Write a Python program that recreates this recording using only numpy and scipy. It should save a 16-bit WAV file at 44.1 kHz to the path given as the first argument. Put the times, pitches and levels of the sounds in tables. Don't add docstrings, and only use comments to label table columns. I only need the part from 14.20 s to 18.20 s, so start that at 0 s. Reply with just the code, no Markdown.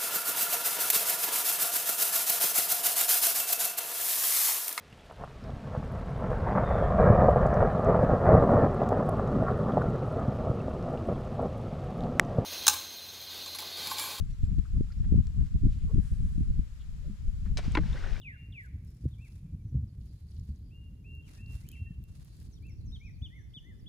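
import sys
import numpy as np
from scipy import signal
from scipy.fft import rfft, irfft
from scipy.io import wavfile
from scipy.ndimage import uniform_filter1d

SR = 44100
rng = np.random.default_rng(int(sys.argv[2]) if len(sys.argv) > 2 else 0)


def store_pcm(level_fs):
    pcm = np.round(np.clip(level_fs, -1, 1) * 32767).astype(np.int16)
    wavfile.write(sys.argv[1], SR, np.atleast_2d(pcm).T)


N = 176400
T = np.arange(N) / SR

# frequency in Hz, relative density in dB.
SHORE_SPECTRUM = [(200, 2), (450, 5), (700, -3), (1300, 2.5), (2500, 0), (5000, -2), (6200, -5), (7300, -1),
                  (8400, -9), (12500, -11), (14500, -23.5)]
# time in seconds, strength in dB.
BREEZE_CURVE = [(0, -18), (.02, -10.5), (.14, -14), (.5, -13.5), (.72, -15.5), (1.1, -11.5), (1.55, -10),
                (2.0, -13), (2.4, -9), (2.47, -22.5), (2.75, -17.5), (2.97, -18.5), (3.15, -14.5),
                (3.55, -8.5), (3.74, -10), (3.8, -15.5), (4, -22)]
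# centre in seconds, width in seconds, change of the breeze in dB.
BREEZE_LULLS = [(0.167, 0.032, -7), (.46, 0.039, -4.5), (0.732, .04, -5.5), (1.118, 0.034, -4.5),
                (1.296, 0.018, -11), (1.595, 0.018, -7.5), (1.705, 0.023, -4.5), (1.888, 0.039, -4.5),
                (1.98, 0.028, -5), (2.135, 0.017, 1.5), (2.246, 0.016, -11), (2.586, 0.025, -1),
                (2.97, 0.021, -8.5), (3.43, .03, -5)]
# centre in seconds, width in seconds, strength in dB, left over right in dB.
WIND_GUSTS = [(0.016, 0.032, -12.5, 14.5), (0.237, 0.017, -1.5, 4), (0.313, 0.068, -4.5, 4.5),
              (0.389, 0.026, -3, 12), (0.585, 0.057, -0.5, 3.5), (0.844, 0.13, -8, 2.5),
              (0.934, 0.042, 1, 3), (0.994, 0.032, 0.5, 8.5), (1.204, 0.055, -4, 7), (1.356, 0.016, 0, -4),
              (1.46, 0.045, 1, -1.5), (1.65, 0.032, -6.5, 5), (1.744, 0.02, -0.5, 9),
              (1.785, 0.039, -0.5, 9.5), (1.928, 0.023, -4, 3.5), (2.029, 0.075, -6, 2.5),
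              (2.198, 0.071, -6, -0.5), (2.3, 0.02, -3.5, 4.5), (2.381, 0.04, -11, 11),
              (2.879, 0.03, -15.5, 9), (3.074, 0.039, -9.5, 3), (3.329, 0.044, -7, 3.5),
              (3.47, 0.019, -13, 2), (3.612, 0.072, -10.5, 6), (3.93, 0.1, -12.5, 5.5)]
# frequency in Hz, half-octave level in dB.
BUFFET_SPECTRUM = [(20, -26), (40, -27), (60, -23.5), (100, -29), (160, -31.5), (230, -40.5), (320, -55),
                   (450, -67), (640, -73.5), (900, -83.5)]
# centre in seconds, frequency in Hz, peak in dB, left over right in dB.
EDDY_THUMPS = [(0.386, 180, -25, -2), (0.61, 257, -19.5, -1.5), (0.925, 235, -19.5, -5),
               (0.943, 324, -28, 4), (.96, 140, -16.5, 5), (.979, 188, -20.5, 0), (.987, 180, -19.5, -1),
               (1.002, 160, -21.5, 2), (1.437, 184, -18.5, 0), (1.4515, 172, -20.5, 0),
               (1.4562, 175, -18, -1), (1.468, 171, -15, 3), (1.759, 225, -24.5, 2.5),
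               (1.784, 204, -19, -3), (2.182, 156, -21, 2), (2.209, 168, -21, 2), (2.394, 160, -23, 1),
               (3.085, 34.8, -23, 8), (3.255, 27.7, -27, 9), (3.482, 152, -21.5, 0), (3.548, 55, -21, 3),
               (3.662, 124, -24.5, 3.5), (3.844, 27.7, -27.5, 14), (3.924, 30.2, -23.5, 13)]
# centre in seconds, width in seconds, frequency in Hz, bandwidth in octaves, level in dB.
LAPS_AND_RUSTLES = [(0.11, 0.015, 3500, 1.3, -65.5), (0.24, 0.035, 1780, 2.5, -68.5),
                    (0.458, 0.013, 1310, 0.31, -61), (0.568, 0.011, 1210, 0.35, -66),
                    (0.723, 0.012, 1830, 0.52, -64.5), (0.848, 0.018, 1190, 1.4, -64.5),
                    (1.208, 0.027, 970, 1.4, -65.5), (1.265, 0.021, 1770, 2.1, -66.5),
                    (1.529, 0.062, 3170, 1.3, -67.5), (1.627, 0.053, 2870, 0.64, -70.5),
                    (2.615, 0.023, 3270, 0.35, -66), (2.875, 0.078, 365, .45, -63.5),
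                    (3.263, 0.049, 2230, 1.7, -68.5)]
# start in seconds, pitch in Hz, level in dB, T60 in seconds.
HULL_GLUGS = [(.703, 1370, -60, 0.066), (2.843, 580, -64.5, 0.17), (2.882, 260, -47, .08),
              (2.897, 196, -35.5, .13), (3.265, 191, -34.5, 0.098)]
# start in seconds, frequency in Hz, level in dB, T60 in seconds, bandwidth in octaves.
TACKLE_TICKS = [(.125, 5870, -66, 0.064, .06), (.13, 4060, -73, 0.15, 0.037), (.225, 7470, -72, 0.3, .03),
                (0.385, 2200, -58, 0.035, 1.7), (0.721, 4760, -58.5, 0.044, 0.27),
                (0.784, 5370, -63, .05, .1), (1.069, 5040, -51.5, 0.014, 0.65),
                (1.069, 1610, -60, .025, 0.7), (3.256, 1390, -58, 0.1, 0.75),
                (3.52, 7800, -46, 0.011, 0.38), (3.547, 8000, -49, 0.0074, 0.51)]
# centre in seconds, width in seconds, frequency in Hz, bandwidth in octaves, level in dB.
ROD_SWISH = [(1.7, 0.031, 1050, 0.38, -64), (1.71, 0.024, 444, 0.39, -54)]
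# time in seconds, level in dB.
REEL_CURVE = [(1.55, -80), (1.78, -73.5), (1.87, -64), (2.0, -72), (2.13, -69), (2.3, -79), (2.7, -103),
              (3.3, -100)]
# frequency in Hz, relative density in dB.
REEL_SPECTRUM = [(800, -3), (1700, 8), (3000, -2.5), (6000, -0.5), (9500, 2), (12000, -8), (15000, -14)]
# time in seconds, level in dB.
SHEET_CURVE = [(3.369, -62), (3.39, -45.5), (3.415, -55.5), (3.45, -49.5), (3.49, -55), (3.54, -53.5),
               (3.6, -60.5), (3.67, -54.5), (3.8, -53.5), (4, -54.5)]
# frequency in Hz, relative gain in dB.
SHEET_SPECTRUM = [(300, 8), (800, 2), (2200, 1), (3500, -1.5), (5500, -4.5), (7500, -14), (9500, -20),
                  (14000, -34)]
# time in seconds, level in dB.
FALL_CURVE = [(3.6, -68), (3.64, -60), (3.7, -81), (3.76, -49.5), (3.8, -61.5), (3.85, -50.5), (3.92, -54),
              (3.96, -56), (4, -67)]
# frequency in Hz, relative gain in dB.
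FALL_SPECTRUM = [(250, 14.5), (500, 14.5), (900, 4), (1600, 9), (2500, -1), (4000, -16), (7000, -45),
                 (14000, -46)]
# start in seconds, pitch in Hz, level in dB, T60 in seconds.
LARGE_DROPS = [(3.635, 1580, -47, 0.022), (3.729, 3460, -47.5, 0.027), (3.748, 487, -45.5, 0.042),
               (3.758, 1480, -48, 0.12), (3.774, 1880, -44, 0.047), (3.808, 1480, -47, 0.035),
               (3.839, 1415, -38, 0.027), (3.862, 650, -42, 0.023), (3.956, 1460, -47.5, 0.053),
               (3.964, 2170, -45, 0.024)]
# start in seconds, pitch in Hz, level in dB, T60 in seconds.
CAVITY_GULPS = [(3.3725, 603, -33, 0.0085), (3.385, 540, -33.5, 0.018), (3.392, 660, -32.5, 0.014),
                (3.551, 2215, -27.5, 0.027), (3.551, 2605, -34.5, 0.032), (3.551, 3700, -31, 0.0085),
                (3.553, 990, -25.5, 0.046), (3.553, 1390, -38.5, 0.093), (3.554, 260, -19.5, 0.014),
                (3.570, 2030, -30, 0.044), (3.571, 1044, -26.5, 0.028), (3.572, 1570, -33, 0.041),
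                (3.572, 856, -30, 0.044), (3.5735, 301.7, -22, 0.085), (3.58, 433, -31.5, 0.059),
                (3.586, 590, -32, 0.025), (3.596, 170, -26.5, 0.13)]
# frequency in Hz, level in dB, T60 in seconds.
CRACK_RING_MODES = [(2308, -46.5, 0.15), (2690, -47.5, 0.048), (3990, -41, 0.03), (6030, -47, 0.051)]
# start in seconds, level in dB, low edge in Hz, high edge in Hz,
# T60 in seconds, left over right in dB.
LURE_SLAPS = [(3.3718, -27, 1000, 5100, 0.013, 4.5), (3.3763, -34.5, 900, 6200, 0.042, -1),
              (3.3852, -42, 400, 3670, 0.072, 4), (3.5518, -31, 1420, 2920, 0.032, 9.5),
              (3.5700, -37, 1000, 2100, 0.028, -11), (3.5719, -26, 546, 2320, 0.034, 3.5),
              (3.586, -34, 450, 1800, 0.027, 0)]

GULP_GLIDE, DROP_GLIDE, BUBBLE_RISE_CYCLES = 0.054, 0.23, 0.31
BUFFET_SHARED_HZ, BRIGHTEN_KNEE_HZ, BRIGHTEN_PER_OCTAVE = 150, 70.6, 0.2
PORT_LAG_S, PORT_LAG_KNEE_HZ = 0.0014, 252
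FLUTTER_DB, CLUMP_DB = 1.2, 3.0
SPRAY_START_S, SPRAY_SHARED = SHEET_CURVE[0][0], 0.84
DROPS_PER_S, DROP_T60_CYCLES, DROP_SPREAD_DB = 3600, 14, 3.0


def undb(db):
    return 10 ** (np.asarray(db) / 20)


def unit(x):
    return x / np.sqrt(np.mean(x ** 2) + 1e-30)


def curve(points):
    return undb(np.interp(T, *np.array(points).T, left=-200))


def gain_at(spectrum, hz):
    knots_hz, db = np.array(spectrum).T
    return undb(np.interp(np.log(hz + 1), np.log(knots_hz), db))


def colour(x, spectrum):
    return unit(irfft(rfft(x) * gain_at(spectrum, np.arange(N // 2 + 1) * SR / N), N))


def band(x, hz, octaves):
    offset = np.log2((np.arange(N // 2 + 1) * SR / N + 1) / hz) / octaves
    return unit(irfft(rfft(x) * np.exp(-offset ** 2), N))


def pair(three, shared):
    return np.sqrt(shared) * three[0] + np.sqrt(1 - shared) * three[1:]


def noise(shared):
    return pair(rng.standard_normal((3, N)), shared)


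def pan(db):
    return undb(np.array([[db], [-db]]) / 2)


def swell(centre_s, width_s):
    return np.exp(-2 * np.minimum(((T - centre_s) / width_s) ** 2, 20))


def strike(start_s, rise_s, t60_s):
    age_s = np.maximum(T - start_s, 0)
    return (1 - np.exp(-age_s / rise_s)) * np.exp(-np.minimum(np.log(1000) * age_s / t60_s, 20))


def add_ring(out, start_s, hz, gain, t60_s, glide):
    age_s = np.arange(int(1.3 * t60_s * SR)) / SR
    envelope = (1 - np.exp(-age_s * hz / BUBBLE_RISE_CYCLES)) * np.exp(-np.log(1000) * age_s / t60_s)
    ring = gain * envelope * np.sin(2 * np.pi * hz * age_s * (1 + glide * age_s / t60_s))
    part = out[int(start_s * SR):][:len(ring)]
    part += np.sqrt(2) * ring[:len(part)]


def rings(rows, glide):
    out = np.zeros(N)
    for start_s, hz, db, t60_s in rows:
        add_ring(out, start_s, hz, undb(db), t60_s, glide)
    return out


def shore():
    return colour(noise(shared=0.077), SHORE_SPECTRUM) * undb(-66.5) * pan(db=3.5)


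def port_lag_s(hz):
    return PORT_LAG_S / (1 + (hz / PORT_LAG_KNEE_HZ) ** 2)


def wind():
    lulls_db = sum(db * swell(at_s, width_s) for at_s, width_s, db in BREEZE_LULLS)
    breeze = curve(BREEZE_CURVE) * undb(lulls_db) * pan(db=3)
    gust_power = sum((undb(db) * swell(at_s, width_s) * pan(side_db)) ** 2
                     for at_s, width_s, db, side_db in WIND_GUSTS)
    force = np.sqrt(breeze ** 2 + gust_power)
    speed = np.sqrt(np.mean(force ** 2, axis=0))
    flutter = undb(FLUTTER_DB * band(rng.standard_normal(N), hz=12.8, octaves=1.0))
    out = 0
    for hz in 20 * 2 ** (np.arange(12) / 2):
        shared = hz ** 2 / (hz ** 2 + BUFFET_SHARED_HZ ** 2)
        left, right = band(noise(shared), hz, octaves=0.32)
        eddies = np.array([np.interp(T - port_lag_s(hz), T, left), right])
        eddies /= np.sqrt(uniform_filter1d(eddies ** 2, size=2400) + 0.1)
        brightening = speed ** (BRIGHTEN_PER_OCTAVE * max(np.log2(hz / BRIGHTEN_KNEE_HZ), 0))
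        out += eddies * gain_at(BUFFET_SPECTRUM, hz) * brightening
    return out * force * flutter


def thumps():
    out = 0
    for at_s, hz, db, side_db in EDDY_THUMPS:
        lag_s = np.array([[1], [-1]]) * port_lag_s(hz) / 2
        phase_sq = np.minimum((np.pi * hz * (T - at_s - lag_s)) ** 2, 40)
        out += undb(db) * (2 * phase_sq - 1) * np.exp(-phase_sq) * pan(side_db)
    return out


def boat():
    hiss = noise(shared=0.85)
    swells = sum(band(hiss, hz, octaves) * swell(at_s, width_s) * undb(db)
                 for at_s, width_s, hz, octaves, db in LAPS_AND_RUSTLES + ROD_SWISH)
    ticks = sum(band(hiss, hz, octaves) * strike(start_s, 0.00033, t60_s) * undb(db)
                for start_s, hz, db, t60_s, octaves in TACKLE_TICKS)
    return (swells + ticks + rings(HULL_GLUGS, GULP_GLIDE)) * pan(db=0.5)


def reel():
    return colour(noise(shared=0.46), REEL_SPECTRUM) * curve(REEL_CURVE)


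def bank_echo(x):
    tail = noise(shared=0.98) * strike(start_s=0.076, rise_s=0.011, t60_s=1)
    return signal.fftconvolve(x, unit(tail) / np.sqrt(N), axes=1)[:, :N] * undb(-24.5)


def patter(low_hz, high_hz):
    out = np.zeros(N)
    span_s = N / SR - SPRAY_START_S
    for when, pitch, faintness in rng.random((int(DROPS_PER_S * span_s), 3)):
        hz = low_hz * (high_hz / low_hz) ** np.sqrt(pitch)
        gain = undb(-DROP_SPREAD_DB * np.log(faintness + 0.012)) * hz / high_hz
        add_ring(out, SPRAY_START_S + when * span_s, hz, gain, DROP_T60_CYCLES / hz, DROP_GLIDE)
    return out


def spray(mist_share=0.83):
    shower = pair(np.array([patter(low_hz=271, high_hz=12900) for _ in range(3)]), SPRAY_SHARED)
    shower_gain = np.sqrt(1 - SPRAY_START_S * SR / N)
    clumps = undb(CLUMP_DB * band(rng.standard_normal(N), hz=60, octaves=1.0))
    mist = np.sqrt(mist_share) * colour(noise(SPRAY_SHARED), SHEET_SPECTRUM)
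    droplets = np.sqrt(1 - mist_share) * shower_gain * colour(shower, SHEET_SPECTRUM)
    sheet = (mist + droplets) * curve(SHEET_CURVE)
    fall = shower_gain * colour(shower, FALL_SPECTRUM) * curve(FALL_CURVE) * clumps
    return (rings(LARGE_DROPS, DROP_GLIDE) + sheet + fall) * pan(db=2.5)


def lure_plunge(rise_s=0.0009):
    contact_s = LURE_SLAPS[0][0]
    crack_ring = rings([(contact_s, hz, db, t60_s) for hz, db, t60_s in CRACK_RING_MODES], glide=0)
    slaps = 0
    for start_s, db, low_hz, high_hz, t60_s, side_db in LURE_SLAPS:
        slap = noise(shared=0.92) * strike(start_s, rise_s, t60_s)
        slap[:, int((start_s + rise_s) * SR)] -= 3.5
        slap = signal.sosfilt(signal.butter(1, low_hz, "high", fs=SR, output="sos"), slap)
        slap = signal.sosfilt(signal.butter(3, high_hz, fs=SR, output="sos"), slap)
        makeup_gain = np.sqrt(SR / 2 / (high_hz - low_hz))
        slaps += slap * makeup_gain * undb(db) * pan(side_db)
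    return crack_ring + rings(CAVITY_GULPS, GULP_GLIDE) + slaps


def scene():
    splash = lure_plunge() + spray()
    return wind() + thumps() + shore() + boat() + reel() + splash + bank_echo(splash)


def record(dry):
    return signal.sosfilt(signal.ellip(8, 0.2, 70, 14750, fs=SR, output="sos"), dry)


dry = scene()
out = record(dry)
store_pcm(out)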